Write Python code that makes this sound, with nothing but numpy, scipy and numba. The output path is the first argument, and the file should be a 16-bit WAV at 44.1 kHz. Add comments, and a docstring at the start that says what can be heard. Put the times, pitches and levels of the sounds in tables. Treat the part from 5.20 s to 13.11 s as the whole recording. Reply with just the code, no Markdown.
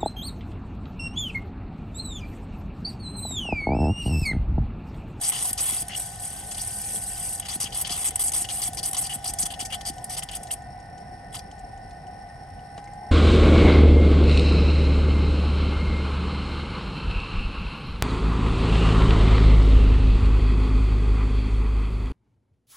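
"""Air spits and hisses at a loosened fuel fitting in an engine bay, over the whine of an electric pump.
Each spit is a noise jet with bubbling spray and splutter, and a squelch whose resonance glides: up from wet
froth to a dry hiss, down as fuel returns. Lone bubbles pop as short bursts; the hose gulps with falling tones.
Once the air is out, the fuel runs quietly with a few ticks. Near the end a knock sounds and the pump,
a set of sines locked to its shaft over casing resonances and rushing noise, speeds up a little."""
import sys
import numpy as np
from scipy import signal
from scipy.fft import rfft, irfft, next_fast_len
from scipy.io import wavfile
from numba import njit

SR = 44100
rng = np.random.default_rng(int(sys.argv[2]) if len(sys.argv) > 2 else 0)


def log_audio(samples):
    """Write samples as a 16-bit WAV file to the path given in sys.argv[1]."""
    # one column per channel
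    frames = np.atleast_2d(samples).T
    # limit to full scale, then quantise
    limited = np.clip(frames, -1, 1)
    pcm = np.round(limited * 32767).astype(np.int16)
    wavfile.write(sys.argv[1], SR, pcm)


N = 348875
TIME = np.arange(N) / SR
AGE = TIME[:SR // 5]   # time since a burst began
SIZE = next_fast_len(N + SR // 4)   # room for the reflections
FREQS = np.maximum(np.arange(SIZE // 2 + 1) * SR / SIZE, 1)
CUTOFF_HZ = 15800   # top of the sound


# colours of the three parts of a spit, air jet, spray and splutter: (f/Hz, relative level/dB)
JET_COLOUR = [(6800, -22), (7500, -7), (8200, 1), (8500, -0.5), (9000, 1.5), (9500, 7), (9950, 2.5),
              (10500, 0.5), (10900, -5.5), (11600, -6.5), (12400, -16), (13500, -22), (15500, -30.5),
              (16500, -21)]
SPRAY_COLOUR = [(3700, -19.5), (4300, -11.5), (4800, 2.5), (5150, -4.5), (5600, 0.5), (6300, -1), (7000, 0),
                (7700, -26), (8500, -47)]
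SPLUTTER_COLOUR = [(400, -17), (1050, 3.5), (1400, -3), (1700, -22), (2050, 4.5), (2350, -9.5), (2600, 2),
                   (2850, -3.5), (3080, 9), (3220, -2.5), (3360, 10), (3650, -2.5), (4100, -1), (4800, -70)]
# colour that the metal around the gap gives the squelch: (f/Hz, relative level/dB)
SQUELCH_COLOUR = [(1500, 5.5), (2050, 7), (2350, -6), (2850, 2.5), (3080, 7.5), (3220, 0.5), (3360, 2.5),
                  (3700, -5.5), (4100, -6), (4800, 6), (5150, -2), (5600, 1), (7300, -2.5), (8200, 5),
                  (9000, -1), (9600, 13), (10200, 9), (11000, 5), (12500, -3), (13500, 4)]


def fitting():
    """Air hisses out as a jet, tears the fuel into bubbling spray, and splutters and squelches in the wet gap."""
    jet, spray, splutter = outflow()
    bubbling = from_db(-5) * spray * bubbles(cycles=7.3, size_db=10)
    jet = jet * fizz(bursts_per_s=2500, burst_share=0.2, flutter_db=2.5, flutter_rate=62)
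    spray = spray * fizz(bursts_per_s=1200, burst_share=0.6, flutter_db=1.5, flutter_rate=20)
    splutter = splutter * fizz(bursts_per_s=600, burst_share=0.42, flutter_db=3.5, flutter_rate=9.5)
    spray = gurgle(spray, path_s=0.00057, swing=0.292, rate=7.0, depth=0.6)
    splutter = gurgle(splutter, path_s=0.000733, swing=0.48, rate=12.6, depth=0.34)
    froth = squelch(q=2.03, waver=0.043, waver_rate=52, attack_s=0.0026, release_s=0.0058)
    mix = from_db(-2.5) * coloured(jet, JET_COLOUR)
    mix += from_db(0.1) * coloured(froth, SQUELCH_COLOUR)
    mix += rfft(bubbling, SIZE)
    mix += from_db(0.54) * coloured(spray, SPRAY_COLOUR)
    mix += from_db(-0.3) * coloured(splutter, SPLUTTER_COLOUR)
    return spread(mix)


# spits of air and frothy fuel; the froth rings low when the gap is wet and high when it is blown clear;
# levels are set before colour and mix:
# (t/s, length/s, air jet level/dB, spray level/dB, squelch level/dB, squelch start f/Hz, squelch end f/Hz)
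SPITS = [(0.01, 0.025, -26.5, -41.5, -38, 8600, 7980), (0.033, 0.054, -23.5, -40, -26, 4860, 8600),
         (0.087, 0.015, -18.5, -38, -22, 8900, 9700), (0.117, 0.076, -29, -41, -36.5, 2600, 3680),
         (0.185, 0.054, -26.5, -41.5, -39, 6000, 9900), (0.242, 0.067, -29, -43, -29.5, 9650, 11900),
         (0.375, 0.028, -26, -36, -34, 4540, 10100), (0.401, 0.11, -23.5, -43, -29, 10200, 11500),
         (0.516, 0.11, -27, -42, -35, 9500, 10600), (0.692, 0.066, -46, -48, -36, 2200, 3300),
         (0.745, 0.038, -33, -50, -45, 8000, 9200), (1.312, 0.013, -43, -44, -30, 5960, 8400),
         (1.344, 0.0091, -50, -45, -34.5, 3500, 5500), (1.377, 0.064, -31.5, -52, -36.5, 3200, 9000),
         (2.22, 0.014, -52.0, -57, -41, 3100, 2700), (2.25, 0.018, -42, -43.5, -35.5, 2550, 3900),
         (2.283, 0.076, -30.0, -42.5, -31, 3900, 9700), (2.399, 0.046, -24.5, -39, -29.5, 7300, 5000),
         (2.443, 0.034, -44, -48, -37, 3730, 2830), (2.521, 0.036, -39, -45.5, -35.5, 2920, 5300),
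         (2.544, 0.064, -30.5, -43, -32, 8950, 11500), (2.61, 0.013, -23.5, -44, -28, 10500, 11800),
         (2.645, 0.018, -43, -45, -29.5, 3320, 3680), (2.668, 0.01, -33, -38, -41, 3500, 6000),
         (2.692, 0.04, -29.5, -40.5, -34, 3320, 5540), (2.72, 0.049, -28.5, -44, -39, 5000, 3340),
         (2.772, 0.064, -28.5, -43, -36, 8100, 9200), (2.842, 0.047, -22.5, -40, -25, 9900, 7700),
         (2.992, 0.036, -23.5, -39, -30, 10000, 11500), (3.035, 0.06, -23, -42, -25.5, 10600, 7600),
         (3.133, 0.035, -23, -40, -33, 4450, 10000), (3.167, 0.065, -24.5, -43.5, -33, 10200, 7460),
         (3.241, 0.011, -33, -40.5, -33, 4000, 3200), (3.286, 0.028, -31, -39, -32.5, 3100, 3800),
         (3.319, 0.09, -27.5, -45.5, -34, 8300, 11200), (3.416, 0.023, -21, -41.5, -30, 5860, 4560),
         (3.439, 0.042, -30, -43.5, -30.5, 6000, 10600), (3.569, 0.028, -30, -41, -32, 5840, 4670),
         (3.628, 0.031, -27.5, -42, -33.5, 4330, 7050), (3.652, 0.041, -26, -44, -31, 8500, 12000),
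         (3.744, 0.0047, -25, -38, -27.5, 5500, 3800), (3.766, 0.034, -22, -40.5, -26.5, 5470, 9800),
         (3.809, 0.02, -22.5, -44.5, -29, 11500, 7000), (3.837, 0.037, -29.5, -41, -34, 5750, 4440),
         (3.893, 0.038, -33, -48.0, -35.5, 2840, 3000), (3.934, 0.024, -26.5, -45, -40, 8000, 8800),
         (4.041, 0.063, -27, -43.5, -32.5, 4400, 6060), (4.185, 0.022, -22.5, -42, -24, 5370, 9500),
         (4.21, 0.026, -24, -40.5, -28, 9500, 6400), (4.252, 0.015, -23.5, -41.5, -35, 5460, 6950),
         (4.301, 0.023, -34, -51, -33.5, 3200, 3250), (4.336, 0.0082, -41, -46, -32.5, 3200, 3320),
         (4.39, 0.043, -34, -46, -37, 3000, 3740), (4.397, 0.016, -40, -36, -31, 7000, 8000),
         (4.449, 0.012, -27.5, -41.5, -29.5, 7800, 5950), (4.5, 0.027, -40, -51, -40, 2700, 2900),
         (4.522, 0.03, -31, -39.5, -32.5, 3000, 3270), (4.608, 0.0062, -35, -40, -43, 3000, 3870),
         (4.651, 0.048, -29.5, -42.5, -33.5, 5240, 4700), (4.893, 0.059, -32, -42.5, -42, 4000, 5000),
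         (4.965, 0.031, -29, -41, -36.5, 4530, 5160), (5.022, 0.012, -43, -42, -38, 2960, 3160),
         (5.087, 0.0065, -38, -44, -29.5, 3600, 2800), (5.111, 0.048, -40, -51, -40.5, 3400, 3050),
         (5.149, 0.02, -27.5, -43.5, -53, 6000, 9100), (5.305, 0.0089, -47, -58, -33.5, 2770, 3430),
         (5.309, 0.031, -28, -43, -48, 7500, 10200), (6.124, 0.066, -48, -56, -45, 8200, 8850),
         (6.142, 0.013, -41, -44, -39, 3000, 5970), (6.164, 0.006, -50.5, -58, -39, 2780, 4200),
         (6.189, 0.0054, -51, -43, -41, 3000, 4900)]
# lone air bubbles popping at the gap: (t/s, jet level/dB before the mix)
POPS = [(0.252, -20), (0.329, -21), (0.681, -25.5), (1.757, -24), (2.196, -22), (2.905, -25.5),
        (2.956, -19), (3.118, -19), (3.531, -26.5), (3.545, -27.5), (3.71, -32), (3.73, -19),
        (4.135, -24.5), (4.841, -25.5), (5.032, -29), (5.231, -29.5), (6.149, -30), (6.192, -40)]
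# a longer leak of air, rising and sinking: (t/s, base level/dB)
LEAK = [(0.76, -34), (0.785, -33), (0.85, -37.5), (0.97, -49.5), (1.038, -35.5), (1.142, -43), (1.778, -33),
        (1.794, -38), (2.13, -34), (2.19, -41)]
# froth that seeps between the spits: (t/s, base level/dB)
FROTH = [(0, -49.5), (2.5, -48.5), (4.2, -51), (5.1, -59), (5.35, -55), (5.5, -85), (7.9, -84)]
# jet, spray and splutter in dB relative to those base levels
LEAK_PARTS_DB, FROTH_PARTS_DB = (6, -11.5, -23), (2.5, -6, -6)


def outflow():
    """Strength of jet, spray and splutter: seeping froth and the long leak, with spits and pops on top."""
    froth_db, leak_db = in_time(FROTH)[0], in_time(LEAK)[0]
    leaking = (TIME > LEAK[0][0]) & (TIME < LEAK[-1][0])
    power = from_db([froth_db + db for db in FROTH_PARTS_DB]) ** 2
    power += leaking * from_db([leak_db + db for db in LEAK_PARTS_DB]) ** 2
    for s, length, jet_db, spray_db, *_ in SPITS:
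        levels_db = (jet_db, spray_db, spray_db - 1)   # splutter just under the spray
        add_burst(power, s, length, levels_db, attack_s=0.0037, release_s=0.0056)
    for s, db in POPS:
        levels_db = (db, db - 18.5, db - 21)
        add_burst(power, s, 0.004, levels_db, attack_s=0.0021, release_s=0.0045)
    return np.sqrt(power)


def add_burst(power, s, length, levels_db, attack_s, release_s):
    """Add the power of one burst to jet, spray and splutter."""
    shape = gate(length, attack_s, release_s)
    at = int(s * SR)
    for part, db in zip(power, levels_db):
        part[at:at + len(AGE)] += (shape * from_db(db)) ** 2


def gate(length, attack_s, release_s):
    """Envelope of one burst: linear attack, hold, exponential release."""
    return np.minimum(AGE / attack_s, 1) * np.exp(-np.maximum(AGE - length, 0) / release_s)


def fizz(bursts_per_s, burst_share, flutter_db, flutter_rate):
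    """Three parts of turbulence and bursting bubbles, fluttering together as droplets choke the gap; rms 1."""
    heights = np.exp(0.45 * np.minimum(rng.exponential(1, (3, N)), 4))
    signs = rng.choice([-1, 1], (3, N))
    bursts = rms_one(heights * signs * (rng.random((3, N)) < bursts_per_s / SR))
    turbulence = rng.standard_normal((3, N))
    mix = np.sqrt(burst_share) * bursts + np.sqrt(1 - burst_share) * turbulence
    return rms_one(mix * from_db(flutter_db * drift(flutter_rate)))


def squelch(q, waver, waver_rate, attack_s, release_s):
    """Bursting froth rings in one resonance that glides and wavers through each spit."""
    out = np.zeros((3, N + SR))
    froth = fizz(bursts_per_s=980, burst_share=0.61, flutter_db=2.0, flutter_rate=37)
    unsteady = np.exp(waver * drift(waver_rate))
    for s, length, _, _, db, start_hz, end_hz in SPITS:
        at = int(s * SR) + np.arange(len(AGE))
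        glide = start_hz * (end_hz / start_hz) ** np.minimum(AGE / length, 1)
        hz = np.minimum(glide * unsteady[at], CUTOFF_HZ)
        # a narrower band passes less noise, so lift it
        gain = from_db(db) * gate(length, attack_s, release_s) * np.sqrt(2 * q * SR / (np.pi * hz))
        for part, source in zip(out, froth):
            once = moving_resonance(source[at], hz, q)
            part[at] += gain * moving_resonance(once, hz, q)
    return out[:, :N]


@njit
def moving_resonance(x, hz, q):
    """Band-pass with a moving centre and gain 1 on top."""
    out, band, low = np.zeros(len(x)), 0., 0.
    for i in range(len(x)):
        g = np.tan(np.pi * hz[i] / SR)
        v = (band + g * (x[i] - low)) / (1 + g * (g + 1 / q))
        band, low = 2 * v - band, low + 2 * g * v
        out[i] = v / q
    return out


BUBBLES_PER_S, BUBBLE_LOW_HZ, BUBBLE_HIGH_HZ = 420, 1898, 6970


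def bubbles(cycles, size_db):
    """Bubbles of many sizes burst in the spray, each ringing briefly at its own pitch; rms 1."""
    out = np.zeros((3, N + SR))
    age = TIME[:SR // 50]
    for when, pitch, size, part in rng.random((int(BUBBLES_PER_S * N / SR), 4)):
        hz = BUBBLE_LOW_HZ * (BUBBLE_HIGH_HZ / BUBBLE_LOW_HZ) ** pitch
        at = int(when * N)
        tone = np.sin(2 * np.pi * hz * age) * np.exp(-age * hz / cycles)
        out[int(part * len(out)), at:at + len(age)] += from_db(size_db * size) * np.sqrt(hz) * tone
    return rms_one(out[:, :N])


def gurgle(parts, path_s, swing, rate, depth):
    """A reflection from the moving fuel surface makes the resonances wander."""
    earlier = TIME - path_s * np.exp(swing * drift(rate))
    reflected = np.array([np.interp(earlier, TIME, part) for part in parts])
    return (parts + depth * reflected) / np.sqrt(1 + depth ** 2)


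# gulps in the hose, mostly as a spit is cut off: (t/s, peak level/dB before roughness and hose)
GULPS = [(0.210, -30), (0.309, -28.5), (0.523, -28.5), (0.624, -30), (2.358, -25), (2.439, -31.5),
         (2.704, -28), (2.89, -30.5), (3.047, -33), (3.085, -33), (3.216, -30.5), (3.488, -27),
         (3.594, -28), (3.692, -31.5), (3.826, -31), (3.956, -27.5), (4.094, -29), (4.232, -28.5),
         (4.422, -29), (4.698, -27.5), (7.580, -33)]


def gulps(glide_s, swell_s, lowest_hz, rough_db):
    """An air pocket rings roughly, lower and lower as it grows in the hose."""
    out, age = np.zeros(N + SR), TIME[:SR // 10]
    swell = (age / swell_s * np.exp(1 - age / swell_s)) ** 2
    for (s, db), size in zip(GULPS, rng.standard_normal(len(GULPS))):
        start_hz = 400 * np.exp(0.08 * size)
        pitch = lowest_hz + (start_hz - lowest_hz) * np.exp(-age / glide_s)
        tone = np.sin(2 * np.pi * np.cumsum(pitch) / SR)
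        out[int(s * SR) + np.arange(len(age))] += from_db(db) * swell * tone
    return out[:N] * rms_one(from_db(rough_db * drift(126)))


# drops of fuel and small bubbles; the splash level is set before its filter:
# (t/s, ring level/dB, splash level/dB, ring f/Hz, splash centre f/Hz)
DROPS = [(0.125, -38, -46, 1040, 3000), (0.25, -34.5, -53, 997, 3000), (4.782, -42, -33.5, 3020, 6130),
         (5.271, -51, -32.5, 3050, 5000), (5.421, -53, -40, 3370, 8300), (5.6, -62, -45, 3280, 7000),
         (5.780, -50, -41, 3030, 6000), (6.314, -43, -40.5, 3090, 5500), (6.381, -57, -49, 3400, 4500),
         (6.392, -60, -37.5, 8300, 8800), (6.575, -55, -45, 3050, 6000), (6.709, -52, -43, 2500, 4000),
         (6.869, -49, -48, 3000, 6000), (7.393, -49, -52, 2950, 3500), (7.641, -50, -43, 4000, 6500),
         (7.675, -38.5, -48, 2100, 6000), (7.736, -41, -42, 9000, 9000)]


def drops(ring_cycles, splash_s, splash_width_hz):
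    """A drop lands with a tiny, broad splash and rings for a few cycles."""
    out, age = np.zeros(N + SR), TIME[:SR // 10]
    for s, ring_db, splash_db, hz, splash_hz in DROPS:
        tone = from_db(ring_db) * np.sin(2 * np.pi * hz * age) * np.exp(-age * hz / ring_cycles)
        splash = from_db(splash_db) * rng.standard_normal(len(age)) * np.exp(-age / splash_s)
        out[int(s * SR) + np.arange(len(age))] += tone + ring(splash, splash_hz, splash_width_hz)
    return out[:N]


# a thin whistle comes and goes during the long leak: (t/s, length/s, level/dB)
WHISTLES = [(0.76, 0.12, -58), (1.13, 0.088, -56), (1.49, 0.11, -56), (1.86, 0.1, -59)]


def whistle(attack_s, release_s):
    """A thin tone of fixed pitch that swells and fades a few times."""
    level = np.zeros(N + SR)
    for s, length, db in WHISTLES:
        level[int(s * SR) + np.arange(len(AGE))] += from_db(db) * gate(length, attack_s, release_s)
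    return level[:N] * np.sin(2 * np.pi * 1565 * TIME)


# pump speed: (t/s, turns per s)
SPEED = [(0, 49.9), (.5, 49.92), (.8, 50.12), (1.8, 50.07), (2.5, 49.87), (4.5, 49.77), (5.6, 49.58),
         (6.2, 49.72), (7.57, 49.82), (7.595, 50.72), (7.9, 50.92)]
# pump load: (t/s, casing drone level/dB before the mix, whine level/dB, lift of the motor lines/dB)
PUMP = [(0, -49.5, -51.5, 0), (0.5, -49.5, -53.5, 3.5), (1.9, -50.5, -53, 4.5), (2.4, -50.5, -51.5, 0.5),
        (4.6, -44, -48.5, 2), (5.5, -46, -53, 1.5), (7.54, -47, -50, 1.5), (7.6, -49.5, -45.5, 1),
        (7.9, -46, -45.5, 3)]
# share of the air purged from the line: (t/s, share 0-1)
AIR_GONE = [(2.2, 0.055), (5.0, 0.85)]
# lines of the whine: (multiple of the speed, level/dB re whine, flutter/dB)
WHINE = [(16, 2, -0.5), (17, -12.5, 6)]
# fainter motor lines: (multiple of the speed, level/dB before lift, flutter/dB, change at full air/dB)
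MOTOR = [(4, -60.5, 5.5, -1), (20, -67.5, 5.5, -4.5), (30, -64, 1.5, 1.5), (31, -70, 0, -10),
         (36, -68.5, -1, 2), (37, -68, 4, 2.5), (40, -63.5, 2.5, -8.5)]


def pump_lines():
    """The vanes and the commutator sing at multiples of the slightly unsteady shaft speed."""
    turns = np.cumsum(in_time(SPEED)[0] * (1 + 0.00138 * drift(6.5))) / SR
    _, whine_db, lift_db = in_time(PUMP)
    air = 1 - in_time(AIR_GONE)[0]

    def line(multiple, db, flutter_db):
        """A fluttering sine locked to the shaft."""
        flutter = rms_one(from_db(flutter_db * drift(17.0)))
        sine = np.sqrt(2) * np.sin(2 * np.pi * (multiple * turns + rng.random()))   # rms 1
        return from_db(db) * flutter * sine

    whine = sum(line(multiple, whine_db + db, flutter_db) for multiple, db, flutter_db in WHINE)
    motor = sum(line(multiple, lift_db + db + air * air_db, flutter_db)
                for multiple, db, flutter_db, air_db in MOTOR)
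    return whine + motor


# resonances of the pump casing: (f/Hz, width/Hz, level/dB re one another)
CASING = [(731.6, 73, 8), (1830, 52, -5.5), (5330, 530, -15.5), (5506, 88, -13.5)]
# colour of the fuel rushing through the pump: (f/Hz, relative level/dB)
RUSH_COLOUR = [(250, -2), (480, 3), (590, 3.5), (880, -1.5), (1150, -7.5), (1600, -7), (2100, -9.5),
               (2500, -12.5), (3500, -20.5), (4800, -15.5), (7000, -29), (9700, -8.5), (11000, -20),
               (13500, -93)]


def pump_noise(churn_db, churn_rate, churn_below_hz, buzz_db, buzz_rate):
    """Churning fuel excites the casing resonances, over a broad rush whose low part heaves unevenly."""
    drone_db = in_time(PUMP)[0]
    modes = sum(from_db(db) * rms_one(1 / (1 + (2 * (FREQS - hz) / width) ** 2))
                for hz, width, db in CASING)
    casing = from_db(drone_db + 2.0) * diffuse(modes)
    noise = casing + from_db(-51.5) * diffuse(colour(RUSH_COLOUR))
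    # the lows churn, the high casing ring flutters, the drone between them is left even
    spectrum = rfft(noise, SIZE)
    lows, highs = FREQS < churn_below_hz, FREQS > 4000
    for band, depth_db, rate in ((lows, churn_db, churn_rate), (highs, buzz_db, buzz_rate)):
        heave = rms_one(from_db(depth_db * drift(rate)))
        noise = noise + irfft(spectrum * band, SIZE)[:, :N] * (heave - 1)
    return noise


KNOCK_AT_S, KNOCK_DB, CRACK_DB = 7.578, -25.5, -27.5   # as the pump speeds up; levels before the mix


def knock(decay_s, hz, width_hz, crack_s, crack_hz, crack_width_hz):
    """A dull knock in the pump body with a sharp, broad crack: two dying noise blows, each through a resonance."""
    age = TIME - KNOCK_AT_S
    blow = (age > 0) * rng.standard_normal(N)
    dull = ring(blow * np.exp(-np.abs(age) / decay_s), hz, width_hz)
    crack = ring(blow * np.exp(-np.abs(age) / crack_s), crack_hz, crack_width_hz)
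    return from_db(KNOCK_DB) * dull + from_db(CRACK_DB) * crack


# colour of the low rumble around the pump: (f/Hz, relative level/dB)
RUMBLE_COLOUR = [(15, -48), (32, -12), (42, 2), (55, -0.5), (80, -1.5), (115, -2), (160, -5), (200, -13),
                 (280, -13.5), (400, -31.5), (700, -46), (3000, -82)]


def rumble():
    """Steady low noise, nearly alike at both ports."""
    return from_db(-44.5) * diffuse(colour(RUMBLE_COLOUR))


def engine_bay(x, near_db, near_t60, far_db, far_t60):
    """Metal close around the gap colours the sound; farther reflections differ at the two ports."""
    near = 1 + from_db(near_db) * echoes(near_t60)
    far = 1 + from_db(far_db) * np.array([echoes(far_t60), echoes(far_t60)])
    return irfft(rfft(x, SIZE) * near * far, SIZE)[:, :N]


def echoes(t60):
    """Response of a dense, dying cloud of reflections with unit energy."""
    t = TIME[:SR // 4]
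    tail = rng.standard_normal(len(t)) * from_db(-60 * t / t60) * (t > .0005)
    return rfft(tail / np.linalg.norm(tail), SIZE)


# the left and right microphone ports: (f/Hz, radians by which left leads), (f/Hz, left-right level/dB)
LEAD = [(100, 0.2), (350, 0.45), (750, 0.85), (1000, 0), (1350, 1.8), (1700, -.5), (3300, 0.65),
        (4200, 0.56), (5400, 0.8), (6600, 0.4), (7400, 1), (8400, 0), (10000, -2.8), (12000, -6.2),
        (15000, -11)]
TILT = [(50, -0.5), (800, 0), (1800, 0), (2300, 5), (3300, 3), (4100, 2), (4800, 4.5), (7200, 5.5),
        (8200, 0.5), (9500, 0)]


def at_ports(spectrum):
    """A spectrum as it reaches the left and right port, each with its own level and phase."""
    sides = np.array([[.5], [-.5]])
    level = from_db(sides * by_hz(TILT))
    response = level / np.sqrt(np.mean(level ** 2, axis=0)) * np.exp(1j * sides * by_hz(LEAD))
    return irfft(spectrum * response, SIZE)[:, :N]


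# how alike a source is at the two ports: (f/Hz, likeness 0-1)
LIKENESS = [(100, 1), (400, 0.94), (900, 0.74), (1400, 0.039), (1900, 0.48), (2400, 0.25), (3200, 0.65),
            (4000, 0.55), (7000, 0.9), (8200, 0.89), (11000, 1)]


def spread(spectra):
    """A source from three parts: one heard at both ports, one at the left, one at the right."""
    alike = by_hz(LIKENESS)
    return at_ports(np.sqrt(alike) * spectra[0] + np.sqrt(1 - alike) * spectra[1:])


def diffuse(gain):
    """Steady stereo noise shaped by a gain over frequency."""
    return spread(rfft(rng.standard_normal((3, N)), SIZE) * rms_one(gain))


def coloured(parts, table):
    """Spectra of the parts in the colour of a table, scaled so that white noise keeps its power."""
    return rfft(parts, SIZE) * rms_one(colour(table))


def colour(table):
    """Gain at every frequency from a table in dB."""
    return from_db(by_hz(table))


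def by_hz(points):
    """A table read at every frequency, on a log axis."""
    hz, value = np.transpose(points)
    return np.interp(np.log(FREQS), np.log(hz), value)


def in_time(rows):
    """Each column of a curve at every sample."""
    s, *columns = np.transpose(rows)
    return [np.interp(TIME, s, c) for c in columns]


def drift(rate):
    """Smooth chance with spread near 1, changing about rate times a second."""
    grid = np.arange(0, N, 16)
    r = np.exp(-2 * np.pi * rate * grid[1] / SR)
    chance = rng.standard_normal(2 * len(grid))
    slow = signal.lfilter([1], [1, -2 * r, r * r], chance)[len(grid):]   # drop the settling half
    return np.interp(np.arange(N), grid, rms_one(slow))


def ring(x, hz, width_hz):
    """One resonance, with gain 1 on top."""
    r = np.exp(-np.pi * width_hz / SR)
    feedback = [1, -2 * r * np.cos(2 * np.pi * hz / SR), r * r]
    return signal.lfilter([(1 - r * r) / 2, 0, (r * r - 1) / 2], feedback, x + 1e-18)


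def from_db(db):
    """Decibels to gain."""
    return 10 ** (np.asarray(db) / 20)


def rms_one(x):
    """Scale to rms 1."""
    return x / np.sqrt(np.mean(x ** 2) + 1e-20)


def scene():
    """Fitting, hose, drops and pump under the bonnet, over a low rumble."""
    gulping = gulps(glide_s=0.0072, swell_s=0.0055, lowest_hz=70, rough_db=2.0)
    # the rubber hose passes mostly the low part of each gulp
    hose = from_db(-5.0) * ring(gulping, hz=190, width_hz=670)
    drips = drops(ring_cycles=9.0, splash_s=0.0049, splash_width_hz=4000)
    thud = knock(decay_s=0.013, hz=700, width_hz=560, crack_s=0.0022, crack_hz=3450, crack_width_hz=1100)
    soft = signal.butter(4, 9000, fs=SR, output="sos")
    small_sounds = signal.sosfilt(soft, drips + hose + thud + 1e-18)
    near_gap = fitting() + at_ports(rfft(small_sounds, SIZE))
    fuel = engine_bay(near_gap, near_db=-10, near_t60=.02, far_db=-14, far_t60=.08)
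    tones = at_ports(rfft(pump_lines() + whistle(attack_s=0.023, release_s=0.015), SIZE))
    noise = pump_noise(churn_db=2.0, churn_rate=13.7, churn_below_hz=620, buzz_db=2.0, buzz_rate=110)
    return fuel + tones + noise + rumble()


def record(dry):
    """The top is cut steeply by a low-pass."""
    return signal.sosfilt(signal.ellip(10, .1, 80, CUTOFF_HZ, fs=SR, output="sos"), dry)


dry = scene()
out = record(dry)
log_audio(out)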